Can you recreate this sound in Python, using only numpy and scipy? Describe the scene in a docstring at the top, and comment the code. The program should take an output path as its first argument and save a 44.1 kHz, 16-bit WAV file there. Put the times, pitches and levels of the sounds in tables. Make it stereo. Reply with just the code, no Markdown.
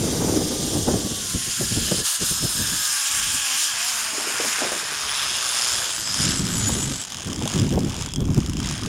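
"""A pulley trolley slows down along a stranded steel cable, close to a two-port microphone.
From the start its sheaves bump over the strands: a falling whine of harmonics and a rasp of pulsed noise and dense
ticks through steel resonances. Gusty wind, lumpy filtered noise, buffets the ports and then eases. From 2.2 s wavering
sines squeak on the rims, and rough contact rings now and then; from 4.1 to 4.9 s harness gear rattles on the camera
body in dull thuds. The wind is back at 6.1 s, and slow rolling ends in single noise clicks and hollow frame tocks."""
import sys
import numpy as np
from scipy import signal
from scipy.fft import rfft, irfft, next_fast_len
from scipy.io import wavfile
from scipy.ndimage import uniform_filter1d, map_coordinates

SR = 44100
rng = np.random.default_rng(int(sys.argv[2]) if len(sys.argv) > 2 else 0)


def dump(signal):
    """Clip the signal to [-1, 1] and save it as 16-bit WAV at the path in sys.argv[1]."""
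    limited = np.clip(np.atleast_2d(signal).T, -1, 1)
    pcm = np.round(limited * 32767).astype(np.int16)
    wavfile.write(sys.argv[1], SR, pcm)


def volts_from_db(level):
    """Convert decibel levels to linear amplitude ratios."""
    exponent = np.asarray(level, float) / 20
    return 10 ** exponent


N = 391608

# trolley speed counted in strands crossed: time_s, strands_per_s
STRAND_SPEED = [(0, 410), (.65, 400), (.85, 388), (1.08, 380), (1.17, 384), (1.25, 352), (1.32, 343),
                (1.42, 362), (1.55, 352), (1.62, 340), (1.75, 358), (1.9, 347), (2.09, 342), (2.38, 320),
                (2.5, 312), (2.6, 318), (2.67, 300), (2.8, 317), (2.9, 303), (2.97, 288), (3.05, 270),
                (3.13, 290), (3.2, 271), (3.3, 298), (3.38, 287), (3.52, 256), (3.55, 268), (3.6, 302),
                (3.65, 315), (3.69, 295), (3.74, 236), (3.77, 220), (3.89, 251), (3.96, 229), (4.05, 224),
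                (4.18, 210), (4.3, 222), (4.45, 231), (4.55, 205), (4.68, 172), (4.77, 179), (4.9, 146),
                (5.05, 143), (5.12, 136), (5.22, 145), (5.32, 121), (5.45, 126), (5.6, 120), (5.8, 123),
                (6.1, 102), (6.2, 105), (6.6, 70), (7.05, 40), (8.88, 35)]
# how hard the sheaves press as the rider bounces and swings: time_s, rasp_db
SHEAVE_PRESS = [(0, -29.5), (.7, -28), (.95, -30.5), (1.21, -28), (1.75, -25), (2.0, -24.5), (2.03, -32),
                (2.06, -21.5), (2.16, -25.5), (2.19, -30), (2.23, -23), (2.4, -27.5), (2.94, -25),
                (3.5, -25), (3.63, -22), (3.73, -28), (3.88, -25), (4.15, -28), (4.5, -25), (4.82, -30),
                (5.05, -30.5), (5.25, -28.5), (5.45, -25.5), (5.6, -24), (5.84, -24.5), (6.08, -30),
                (6.23, -22.5), (6.43, -30.5), (6.65, -26.5), (6.85, -29.5), (7.0, -31), (7.07, -39),
                (7.25, -38), (7.4, -39.5), (7.54, -31.5), (7.76, -45), (8.01, -36), (8.2, -54), (8.38, -43),
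                (8.56, -46.5), (8.66, -36), (8.88, -40.5)]


def unit(x):
    """Scale to rms 1."""
    return x / np.sqrt(np.mean(x ** 2, axis=-1, keepdims=True) + 1e-20)


def along(points, hz):
    """Read (Hz, value) points on a log frequency axis."""
    f, v = np.transpose(points)
    return np.interp(np.log(hz + 1), np.log(f + 1), v)


def curves(rows):
    """One value per sample for each column after the time."""
    s, *cols = np.transpose(rows)
    return [np.interp(np.arange(N) / SR, s, c) for c in cols]


def wobble(rate):
    """A smooth random curve, rate knots a second."""
    knots = rng.standard_normal(int(N * rate / SR) + 4)
    return map_coordinates(knots, [np.arange(N) * rate / SR])


def sides(pan_db):
    """Gains of the left and right port that lie pan_db apart."""
    return volts_from_db(np.array([pan_db, -pan_db]) / 2)


def filtered(x, response):
    """Apply a complex response of frequency to x."""
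    m = next_fast_len(x.shape[-1] + 8192)
    return irfft(rfft(x, m) * response(np.fft.rfftfreq(m, 1 / SR)), m)[..., :x.shape[-1]]


def band(x, lo_hz, hi_hz):
    """Soft-edged band."""
    return filtered(x, lambda hz: 1 / np.sqrt((1 + (lo_hz / (hz + 1)) ** 8) * (1 + (hz / hi_hz) ** 16)))


def smooth_field(shape, bins, frames):
    """Random values over frequency and time, averaged over neighbouring bins and frames."""
    field = uniform_filter1d(rng.standard_normal(shape), size=bins, axis=0)
    field = uniform_filter1d(field, size=frames, axis=1)
    return field / field.std()


def gusts():
    """Wind strength and side: the steady wind plus bell-shaped gusts, added as power."""
    # steady wind on the ports: time_s, buffet_db
    steady_wind = [(0, -26), (.33, -23.5), (.62, -30), (.9, -28), (1.02, -30), (1.09, -51), (1.16, -45),
                   (1.3, -37.5), (1.56, -50), (1.64, -29), (1.685, -37), (1.72, -34.5), (2.02, -32.5),
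                   (2.1, -68), (2.3, -40.5), (2.8, -48), (3.07, -69), (3.15, -42.5), (3.36, -44.5),
                   (3.5, -67), (4.1, -56), (4.5, -52), (5.0, -56), (5.94, -54.5), (6.1, -40.5), (6.3, -25),
                   (6.92, -27), (7.05, -49.5), (7.3, -31), (7.7, -30), (8.0, -29.5), (8.11, -36.5),
                   (8.18, -25.5), (8.7, -25.5), (8.77, -35), (8.88, -21.5)]
    # single gusts: time_s, peak_db, length_s (full width at 1/e of the power), left_minus_right_db
    gust_rows = [(0.416, -22.5, 0.021, -10), (0.759, -23.5, 0.052, -7), (0.885, -23, 0.031, 6),
                 (0.949, -23.5, 0.037, 2), (1.058, -25, 0.025, -1), (1.123, -29, 0.036, -2),
                 (1.191, -33, 0.042, -1), (1.358, -21.5, 0.029, 8), (1.482, -31, 0.027, 7),
                 (1.619, -22, 0.028, 0), (1.727, -25, 0.025, 4), (1.775, -23, 0.027, 4),
                 (1.921, -18, 0.015, 2), (2.227, -29.5, 0.031, -3), (2.317, -27.5, 0.017, 7),
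                 (2.443, -23.5, 0.036, 7), (2.606, -27.5, 0.06, 5), (2.726, -36.5, 0.085, -3),
                 (3.54, -50, 0.035, 0), (3.753, -52, 0.08, 2), (5.324, -54, 0.085, -8),
                 (5.76, -49, 0.046, -6), (6.007, -41, 0.056, 7.5), (6.238, -26.5, 0.068, 2),
                 (6.69, -28, 0.036, -13), (6.776, -24, 0.046, -8), (6.86, -38, 0.027, -5),
                 (7.305, -28, 0.098, 0), (7.41, -28.5, 0.067, -15), (7.615, -20.5, 0.11, -3.5),
                 (7.757, -15.5, 0.066, -5), (7.85, -19, 0.082, -3), (8.211, -20, 0.054, -8),
                 (8.311, -18, 0.044, -2), (8.382, -10.5, 0.018, 0.5)]
    steady_db, = curves(steady_wind)
    t, power, side = np.arange(N) / SR, volts_from_db(2 * steady_db), np.zeros(N)
    for s, db, length, pan_db in gust_rows:
        bell = volts_from_db(2 * db) * np.exp(-(2 * (t - s) / length) ** 2)
        power = power + bell
        side = side + pan_db * bell
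    return steady_db, 10 * np.log10(power), side / power


def puffs():
    """Small eddies popping: a few soft cycles of air each, different on the two ports."""
    # time_s, level_db (before a common lift), pitch_hz, left_minus_right_db
    puff_rows = [(0.407, -26, 487, -2), (0.755, -28, 600, -3), (0.88, -23, 487, -11),
                 (1.61, -18.5, 362, 8.5), (1.915, -20, 365, -8), (1.94, -18.5, 300, 3),
                 (6.693, -22.5, 760, -6), (7.419, -19, 500, 0), (7.457, -22.5, 486, -3),
                 (7.74, -27, 420, -6), (7.774, -16.5, 520, -6)]
    lift_db = 2.5
    out, t = np.zeros((2, N)), np.arange(SR // 16) / SR
    swell = np.sqrt(t / 0.0025) * np.exp(-t / 0.0048)
    for s, db, hz, pan_db in puff_rows:
        burst = band(rng.standard_normal((2, N // 100)), 0.27 * hz, 1.78 * hz)[:, :len(t)]
        gain = volts_from_db(db + lift_db) * sides(np.array([pan_db]))
        out[:, round(s * SR):][:, :len(t)] += gain * unit(burst) * swell
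    return out


def wind():
    """Eddies break on the ports in lumps, some of it shared by both; slow ones press, sharp ones flutter higher."""
    # how the wind sits at the two ports: time_s, pressure_db and flutter_db (relative to the buffet, before
    # offsets), left_minus_right_db (before scaling), share_alike (0-1), late_ms (shared air, late on the left)
    port_wind = [(0, -24, 1, 3.5, 0.02, 1), (1.1, -9, 0, 1, .04, 1), (1.4, -8, -11, -4, 0, 1),
                 (1.9, -4.5, -2.5, 2.5, 0.04, 0.72), (2.8, -3.5, -12, -6.5, 0.09, 0.28),
                 (3.9, 1, -10, 1, 0.5, 0), (4.2, -11, 7, 1, 1, 0), (4.7, -7, -4, 0, 0.95, 0.036),
                 (5.0, -1, 1.5, 1, 0.9, 0.055), (5.9, 0, -2, 0, 0.93, 0), (6.1, -19, -17.5, -11, 0, .8),
                 (6.9, -12, -13, -6, 0.14, 0.67), (7.6, -19, -14, -8.5, 0.1, 0.39),
                 (8.0, -6, -13.5, 2.5, 0.06, 0.57), (8.5, -6.5, -16.5, -7.5, 0.27, 0.93),
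                 (8.88, -13, -19.5, -12, 0.06, 0.99)]
    # spectrum shapes of the three layers: frequency_hz, density_db_per_hz
    buffet_shape = [(40, -19), (75, -6), (110, 0), (180, -2.5), (260, -6), (400, -17), (700, -100)]
    flutter_shape = [(120, -34), (220, -2), (320, -1), (450, -3.5), (700, -13), (1000, -21), (1500, -25),
                     (2500, -38)]
    pressure_shape = [(12, -25), (25, -3), (45, 7), (70, 7.5), (100, 5), (160, -79)]
    steady_db, buffet_db, gust_pan_db = gusts()
    pressure_db, flutter_db, pan_db, share_alike, late_ms = curves(port_wind)
    share_alike = np.clip(share_alike, 0, 1)
    source = np.clip(np.arange(N) - late_ms * SR / 1000, 0, N - 1).astype(int)
    pan_db = pan_db + gust_pan_db + 0.92 * (1 - share_alike) * wobble(6.5)

    def lumps(slow_db, fast_db):
        swell_db = [slow_db * wobble(22) + fast_db * wobble(70) for port in range(2)]
        return rng.standard_normal((2, N)) * volts_from_db(swell_db)

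    def partly_shared(air):
        left = np.sqrt(1 - share_alike) * air[0] + np.sqrt(share_alike) * air[1][source]
        return np.array([left, air[1]])

    def layer(air, spectrum):
        return unit(filtered(air, lambda hz: volts_from_db(along(spectrum, hz))))

    buffet = volts_from_db(0.5) * layer(partly_shared(lumps(slow_db=2.0, fast_db=2.1)), buffet_shape)
    flutter = volts_from_db(flutter_db + 2.5) * layer(partly_shared(lumps(slow_db=1.5, fast_db=3.0)), flutter_shape)
    air = lumps(slow_db=3.0, fast_db=0.5)
    held_back = 0.34  # dB by which the pressure lags behind each dB of a gust's rise
    pressure_db = pressure_db + 3.0 - held_back * (buffet_db - steady_db)
    pressure = volts_from_db(pressure_db) * layer(air + 0.099 * air[::-1], pressure_shape)
    return volts_from_db(buffet_db) * (pressure + (buffet + flutter) * sides(0.77 * pan_db)) + puffs()


def knocks():
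    """Harness gear on the camera body: a short dull thud and a rattle each, alike at both ports."""
    # time_s, level_db, pitch_hz
    knock_rows = [(4.13, -31, 287), (4.146, -27, 657), (4.179, -24, 403), (4.198, -25, 780),
                  (4.218, -32, 750), (4.244, -27, 735), (4.27, -24, 403), (4.301, -27, 676),
                  (4.337, -29, 807), (4.355, -28, 974), (4.399, -16.5, 460), (4.434, -24, 484),
                  (4.447, -18.5, 720), (4.469, -27, 218), (4.586, -29, 460), (4.606, -26, 603),
                  (4.619, -14.5, 595), (4.632, -20, 630), (4.648, -21, 544), (4.666, -22.5, 380),
                  (4.691, -22, 999), (4.719, -19.5, 627), (4.73, -22.5, 563), (4.74, -23, 554),
                  (4.761, -26, 363), (4.81, -29, 869), (4.828, -31, 444), (4.918, -31, 402)]
    decay_cycles, rattle_db, rattle_decay_s = 2.3, -10, 0.018
    out, t = np.zeros(N), np.arange(SR // 16) / SR
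    for s, db, hz in knock_rows:
        thud = -np.sin(2 * np.pi * hz * t) * np.exp(-t * hz / decay_cycles) * np.minimum(t * hz, 1)
        rattle = unit(band(rng.standard_normal(len(t)), 0.37 * hz, 1.7 * hz)) * np.exp(-t / rattle_decay_s)
        out[round(s * SR):][:len(t)] += volts_from_db(db) * (thud + volts_from_db(rattle_db) * rattle)
    return band(out, 170, 3000)


def contact(strands):
    """Rough wires: noise pulsing once a strand plus ticks that grow sparser and stand out more as speed falls."""
    phase = 2 * np.pi * np.cumsum(strands * (1 + .02 * wobble(30))) / SR
    beat = 1 + 0.41 * np.cos(phase)
    grind = rng.standard_normal(N) * beat * volts_from_db(0.81 * wobble(60))
    rate = (250 + 9.5 * strands) / SR  # mean ticks per sample
    struck = rng.random(N) < rate * beat
    ticks = struck * rng.standard_normal(N) * volts_from_db(2.5 * rng.uniform(-1, 1, N)) / np.sqrt(rate)
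    share = np.clip(.6 - 0.001 * strands, 0, 1)
    return np.sqrt(1 - share) * grind + np.sqrt(share) * ticks


def rings(strands):
    """Rough contact through broad resonances, each swelling and fading."""
    # start_s, end_s, pitch_hz, width_hz (of each of two passes), level_db (before a common wobble)
    ring_rows = [(0, 0.99, 4800, 350, -45), (2, 2.2, 5700, 350, -47), (4.3, 5.0, 1800, 320, -46),
                 (5.1, 5.7, 2890, 650, -36), (2.248, 3.1, 5200, 300, -32.5), (1.5, 2.3, 1690, 160, -45),
                 (2.5, 3.9, 1644, 190, -39), (3, 3.8, 3200, 500, -35), (5.5, 5.4, 1550, 370, -39.5),
                 (5, 5.953, 3330, 700, -33.5), (5, 5.85, 5180, 420, -33.5), (6, 6.4, 5100, 380, -29),
                 (7.082, 7.5, 3250, 400, -47), (8, 8.3, 3300, 300, -43.5), (8.5, 8.87, 3200, 350, -47)]
    swell_s = 0.094
    t, rough, out = np.arange(N) / SR, contact(strands), np.zeros(N)
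    for start, end, hz, width, db in ring_rows:
        span = slice(round(start * SR), round(end * SR))
        resonance = lambda f: (1j * f * width / (hz * hz - f * f + 1j * f * width)) ** 2
        tone = unit(filtered(rough[span], resonance))
        swell = np.clip(np.minimum(t[span] - start, end - t[span]) / swell_s, 0, 1)
        out[span] += volts_from_db(db) * swell * tone
    return out * volts_from_db(0.56 * wobble(12))


def song():
    """A sheave sings: rim modes rubbed into narrow, rough, fluttering tones."""
    # faint long tones and short squeaks: start_s, end_s, pitch_hz, level_db (before grip and flutter)
    song_rows = [(2.2, 2.25, 12880, -43), (2.3, 2.38, 12880, -45), (2.48, 2.535, 9820, -29),
                 (2.55, 2.8, 9820, -37), (2.58, 2.65, 12880, -45), (2.67, 2.83, 12880, -41),
                 (2.865, 2.985, 12880, -39), (2.91, 3.02, 9820, -29), (3.02, 3.08, 9820, -35),
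                 (3.3, 3.365, 12880, -45), (5.03, 5.4, 9820, -38), (5.245, 5.28, 9820, -32),
                 (4.7, 6.0, 15035, -55), (4.7, 6.0, 14600, -58), (5.5, 5.555, 15035, -47),
                 (5.93, 5.98, 15035, -47), (5.92, 7.05, 7685, -37), (5.92, 7.0, 12880, -49),
                 (5.935, 5.975, 9815, -30), (5.935, 5.98, 7685, -30), (5.96, 6.03, 12880, -44),
                 (6.11, 6.33, 9815, -37), (6.2, 6.235, 12880, -41), (6.21, 6.255, 6955, -26),
                 (6.215, 6.25, 9815, -27), (6.235, 6.262, 7685, -31), (6.285, 6.335, 7685, -26),
                 (6.285, 6.35, 12880, -44), (6.345, 6.385, 7685, -29), (6.445, 6.475, 7685, -31),
                 (6.44, 6.48, 12880, -45), (6.525, 6.625, 7685, -30), (6.54, 6.6, 12880, -41),
                 (6.555, 6.61, 9815, -31), (6.54, 6.86, 6955, -34), (6.615, 6.655, 6955, -25),
                 (6.66, 6.7, 6955, -27), (6.66, 6.745, 12880, -43), (6.665, 6.692, 7685, -32),
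                 (6.705, 6.757, 7685, -26), (6.71, 6.745, 6955, -26), (6.62, 6.85, 9815, -39),
                 (6.73, 6.765, 9815, -33), (6.64, 6.76, 15035, -51), (6.775, 6.8, 7685, -32),
                 (6.82, 6.845, 7685, -30), (6.99, 7.028, 7685, -33)]
    swell_s = .012
    out = np.zeros(N)
    grip_db = 3 * wobble(28) - 1  # the rim grips and lets go, all modes together
    drift_hz, flutter_db = 22 * wobble(60), 2 * wobble(70)
    shifts = rng.integers(N, size=len(song_rows))  # each tone reads its own stretch of drift and flutter
    for (start, end, hz, db), shift in zip(song_rows, shifts):
        n = np.arange(round(start * SR), round(end * SR))
        swell = np.clip(np.minimum(n / SR - start, end - n / SR) / swell_s, 0, 1)
        phase = 2 * np.pi * np.cumsum(hz + drift_hz[n - shift]) / SR
        level_db = db + grip_db[n] + flutter_db[n - shift]
        out[n] += swell * volts_from_db(level_db) * np.sqrt(2) * np.sin(phase)
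    return out


def tocks():
    """The frame knocks as a strand passes under the rear sheave: a short hollow ring each."""
    # time_s, level_db (before a common lift), pitch_hz
    tock_rows = [(7.1735, -35, 1220), (7.1865, -28, 1100), (7.2897, -28, 1130), (7.3192, -27, 1130),
                 (7.414, -24, 931), (7.4664, -33, 1110), (7.4908, -34, 1150), (7.5297, -32, 1110),
                 (7.6315, -36, 1126), (7.6814, -29, 945), (7.7443, -35, 1080), (7.7617, -34, 977),
                 (7.7837, -31, 902), (7.8106, -32, 1100), (7.865, -36, 945), (7.8886, -32, 999),
                 (7.9119, -27, 1150), (7.9343, -32, 902), (7.9578, -38, 1060), (7.9807, -33, 1100),
                 (8.0151, -38, 1210), (8.027, -29, 1163), (8.08, -30, 974), (8.2142, -44, 934),
                 (8.2406, -35, 1110), (8.286, -29, 1080), (8.3309, -35, 1030), (8.4222, -28, 1170),
                 (8.4821, -33, 1290), (8.5185, -32, 1010), (8.5699, -34, 1050), (8.6033, -33, 1260),
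                 (8.6193, -28, 1200), (8.6622, -31, 1040), (8.6806, -27, 1250), (8.725, -30, 1100),
                 (8.7594, -31, 1210), (8.7969, -30, 1120), (8.8243, -25, 1210), (8.8512, -26, 1230)]
    lift_db, t60_s, attack_s = 1.0, 0.02, 0.00057
    out, t = np.zeros(N + SR), np.arange(SR // 20) / SR
    for s, db, hz in tock_rows:
        envelope = volts_from_db(db + lift_db - 60 * t / t60_s) * (1 - np.exp(-t / attack_s))
        out[round(s * SR):][:len(t)] += envelope * np.sin(2 * np.pi * hz * t)
    return out[:N]


def steel(hz):
    """Response of the trolley: broad colour with its resonances on top."""
    # broad colour of the rasp: frequency_hz, density_db_per_hz
    colour = [(240, -70), (400, -40), (528, -33), (588, 4.5), (730, -2), (1580, -7), (2100, -3),
              (3210, -4.5), (4180, -6), (5270, 0.5), (10200, -1), (14800, -11), (16000, 12.5)]
    # broad resonances of sheaves and frame: centre_hz, width_hz, level_db (over the colour)
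    resonances = [(1210, 440, -7.5), (1556, 290, 1), (3110, 1080, 0.5), (5070, 570, -1), (6790, 1180, 0),
                  (8970, 270, -7.5), (10020, 280, -9.5), (12130, 610, -8)]
    modes = sum(volts_from_db(db) * 1j * hz * w / (c * c - hz * hz + 1j * hz * w) for c, w, db in resonances)
    return volts_from_db(along(colour, hz)) * (1 + modes)


def strand_drops():
    """The hard clicks, and late on softer ones filling the gaps at a pace set by the speed."""
    # the hardest single strands as the trolley slows: time_s, level_db (before the steel)
    hard = [(5.9054, -11), (6.0746, -11), (6.0912, -15), (6.1431, -11), (6.2529, -7), (6.3929, -15),
            (6.4686, -13), (6.8278, -12), (6.9584, -17), (7.0155, -15), (7.0377, -17), (7.1031, -20),
            (7.1213, -15), (7.1454, -16), (7.17, -18), (7.1974, -20), (7.2064, -21), (7.22, -19),
            (7.2306, -21), (7.2465, -18), (7.2718, -16), (7.3005, -20), (7.3307, -15), (7.3438, -22),
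            (7.3609, -17), (7.3919, -20), (7.4056, -22), (7.4239, -16), (7.4551, -16), (7.4765, -9),
            (7.4999, -14), (7.518, -15), (7.5381, -14), (7.558, -15), (7.5777, -15), (7.5973, -12),
            (7.6174, -16), (7.6665, -22), (7.6916, -19), (7.7058, -19), (7.7256, -18), (7.7378, -22),
            (7.7569, -21), (7.791, -17), (7.8055, -22), (7.833, -21), (7.8473, -20), (7.8957, -18),
            (7.9432, -18), (7.9653, -18), (8.0112, -18), (8.0226, -15), (8.0609, -15), (8.0885, -23),
            (8.1198, -24), (8.1368, -14), (8.1599, -14), (8.1804, -29), (8.205, -21), (8.254, -23),
            (8.3038, -24), (8.3242, -28), (8.3454, -17), (8.378, -17), (8.4036, -19), (8.4322, -22),
            (8.4618, -16), (8.473, -24), (8.4963, -17), (8.5337, -18), (8.5695, -18), (8.6018, -16),
            (8.6296, -17), (8.6588, -18), (8.6721, -16), (8.6888, -16), (8.6981, -19), (8.7111, -13),
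            (8.7789, -19), (8.8153, -22), (8.8345, -17), (8.8608, -16)]
    creep_s = 7  # from here on the softer strands are heard one by one
    soft_per_strand = 2.2  # both sheaves and stray wires tick in between
    follow, spread_db, scatter_s = .65, 2, .0015  # follow: click dB per dB of rasp
    speed_s, speed = np.transpose(STRAND_SPEED)
    soft = []
    for (start, _), (end, _) in zip(hard, hard[1:] + [(N / SR - .002, 0)]):
        steps = max(round((end - start) * soft_per_strand * np.interp(start, speed_s, speed)), 1)
        if start > creep_s:
            soft += list(np.linspace(start, end, steps + 1)[1:-1])
    luck = rng.standard_normal((len(soft), 2))
    soft_db = follow * np.interp(soft, *np.transpose(SHEAVE_PRESS)) + spread_db * luck[:, 1]
    return list(hard) + list(zip(soft + scatter_s * luck[:, 0], soft_db))


def clicks():
    """Each strand dropping through the groove: a sharp crack, a second sheave just after, a short rattle."""
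    # colour of a single click against the rasp: frequency_hz, level_db
    click_colour = [(600, -14), (1000, 0), (2000, -11), (3250, 0.5), (4250, -7), (5100, -2), (6500, -2.5),
                    (10000, -6), (15000, -12)]
    crack = 2.5  # the first touch of a click over its rattle
    blows, t = np.zeros(N + SR), np.arange(SR // 40) / SR
    first = volts_from_db(-60 * t / .008)
    second = .22 * (t > .003) * volts_from_db(-60 * (t - .003) / .005)
    tail = .13 * volts_from_db(-60 * t / .028)
    shape = np.minimum(t / .0001, 1) * (first + second + tail)
    onset = SR // 1000  # the first millisecond sets the level
    for s, db in strand_drops():
        blow = shape * rng.standard_normal(len(t)) + crack * (np.arange(len(t)) == 4)
        blow *= np.linalg.norm(shape[:onset]) / np.linalg.norm(blow[:onset])
        blows[round(s * SR):][:len(t)] += volts_from_db(db) * blow
    return volts_from_db(1.5) * filtered(blows[:N], lambda hz: steel(hz) * volts_from_db(along(click_colour, hz)))


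def whine(strands):
    """Regular bumps over the strands: five unsteady harmonics, the top two weaker at low speed."""
    # strength of the bumps: time_s, level_db
    bump_rows = [(0, -54), (.7, -48), (1.3, -47), (1.8, -49), (2.5, -45), (3.1, -42), (3.9, -41.5),
                 (4.5, -46), (5, -45), (5.9, -45), (6.4, -70), (8.88, -80)]
    # how the frame answers them: frequency_hz, gain_db
    frame_answer = [(110, -8), (300, -14), (400, -7), (560, -16), (720, -5), (900, -6), (1150, 1),
                    (1400, -3), (1600, -10)]
    bump_db, = curves(bump_rows)
    phase = 2 * np.pi * np.cumsum(strands * (1 + .005 * wobble(25))) / SR
    out = np.zeros(N)
    for k in range(1, 6):
        weaker_db = 5 * max(k - 3.5, 0) * (strands < 240)
        level_db = bump_db + along(frame_answer, k * strands) - weaker_db + 2.5 * wobble(6)
        out += volts_from_db(level_db) * np.sin(k * phase + k * k)
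    return out


def patchy(x, quick_db, slow_db):
    """Resonances swell and fade in patches as the trolley rocks and the rider turns."""
    z = signal.stft(x, nperseg=512)[2]
    quick = smooth_field(z.shape, bins=7, frames=16)
    slow = smooth_field(z.shape, bins=9, frames=150)
    return signal.istft(z * volts_from_db(quick_db * quick + slow_db * slow), nperseg=512)[1][:N]


def rolling(strands):
    """Each part of the trolley rings from the shared contact and from its own loose rattle."""
    # slower rolling moves the sound from the rims into the frame: strands_per_s, then levels over the rasp
    # before offsets and wobble: low_frame_db, upper_frame_db, side_plates_db, top_db, low_growl_db
    tone_rows = [(34.6, -6.5, -4.5, 0.5, -54, -7), (41.73, -13, -16, -5, -41, -13.5),
                 (57.52, -13.5, -13.5, -5, -11, -15.5), (98.1, -11, -16, -3.5, -21, -19),
                 (119.6, -8.5, -19, -6.5, -11.5, -17.5), (139, -4, -11.5, 1.5, -7, -15.5),
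                 (213, -7.5, -8, -4.5, -5, -24), (296, -13, -16.5, -4.5, -2, -33),
                 (317, -12.5, -25, -4.5, 1, -26), (363, -19.5, -19, -8, -7, -40),
                 (380, -20, -39, -4.5, -4, -38), (408, -29, -15.5, -8, -4, -30)]
    rasp_db, = curves(SHEAVE_PRESS)
    speed, *shares = np.transpose(tone_rows)
    levels = [np.interp(strands, speed, db) + 0.6 * wobble(7.3) for db in shares]
    frame_db, upper_db, plate_db, top_db, growl_db = levels
    shared = contact(strands)

    def part(lo_hz, hi_hz, own):
        return unit(band(filtered(shared + own * contact(strands), steel), lo_hz, hi_hz))

    sound = volts_from_db(-0.14 + 0.25 * wobble(30)) * part(4180, 10360, own=0.91)  # the rims
    sound += volts_from_db(plate_db - 4.0) * part(3070, 4350, own=0.93)
    sound += volts_from_db(frame_db - 0.3) * part(1020, 1843, own=1.7)
    sound += volts_from_db(upper_db) * part(1960, 2570, own=2.5)
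    sound += volts_from_db(top_db + 0.89 * wobble(13) + 1.2 * wobble(35)) * part(9100, 13460, own=0.98)
    sound += volts_from_db(growl_db) * unit(band(contact(strands), 520, 950))
    return volts_from_db(rasp_db) * patchy(sound, quick_db=0.79, slow_db=1.19)


def blurred(x):
    """The same sound by ever-changing paths: phases drift over frequency and time."""
    z = signal.stft(x, nperseg=256)[2]
    field = smooth_field(z.shape, bins=12, frames=30)
    return signal.istft(z * np.exp(1j * np.pi * field), nperseg=256)[1][:N]


def ports(x):
    """The trolley reaches the left port a little early; reflections blur the likeness in the treble."""
    # phase by which the left port leads: frequency_hz, lead_rad
    lead = [(300, 0.066), (2600, 0.022), (4700, 0.81), (7500, 1.16), (8700, 1.6), (12000, 1.9),
            (15000, 1.84)]
    # level between the ports: frequency_hz, left_minus_right_db
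    lean = [(500, 1.5), (1300, 1.5), (2400, 0.5), (4400, -0.5), (8000, -1), (15000, 4.5)]
    # left-right likeness: frequency_hz, likeness (0-1)
    alike = [(700, 0.98), (1500, 1), (3000, 0.95), (4500, .93), (6000, 0.88), (10000, 0.85), (15000, 0.75)]
    sign = np.array([[1], [-1]])
    turn = lambda hz: np.arccos(np.clip(along(alike, hz), 0, 1)) / 2
    place = lambda hz: volts_from_db(sign * along(lean, hz) / 2) * np.exp(1j * sign * along(lead, hz) / 2)
    direct = filtered(x, lambda hz: place(hz) * np.cos(turn(hz)))
    reflected = filtered(blurred(x), lambda hz: sign * place(hz) * np.sin(turn(hz)))
    return direct + reflected


def scene():
    """Trolley, wind and rattling gear at the two ports."""
    # the side the trolley is heard on: time_s, left_minus_right_db
    bearing = [(0, -1), (.7, -2), (1.9, -1), (3.2, -2), (4.8, -2.5), (5.7, -0.8), (8.88, -0.5)]
    # the rider's mass rounds each change of speed
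    strands = uniform_filter1d(curves(STRAND_SPEED)[0], size=SR // 25, mode='nearest')
    pan_db, = curves(bearing)
    trolley = rolling(strands) + whine(strands) + clicks() + tocks() + song() + rings(strands)
    return ports(trolley) * sides(pan_db) + wind() + knocks()


def low_pass(x):
    """Removes everything above the highest recorded frequency."""
    return signal.sosfilt(signal.butter(12, 16500, fs=SR, output="sos"), x)


def record(dry):
    """The input stage rounds off the hardest gusts; the housing cuts a narrow notch and the top rolls off steeply."""
    notch_hz, notch_width_hz, notch_depth, top_hz = 7900, 170, .85, 15500
    notch = lambda hz: 1 - notch_depth / (1 + (2 * (hz - notch_hz) / notch_width_hz) ** 2)
    edge = lambda hz: 1 / (1 + (hz / top_hz) ** 90)
    rounded = dry / (1 + np.abs(dry / .75) ** 4) ** (1 / 4)
    mix = filtered(rounded, lambda hz: notch(hz) * edge(hz))
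    return low_pass(mix)


dry = scene()
out = record(dry)
dump(out)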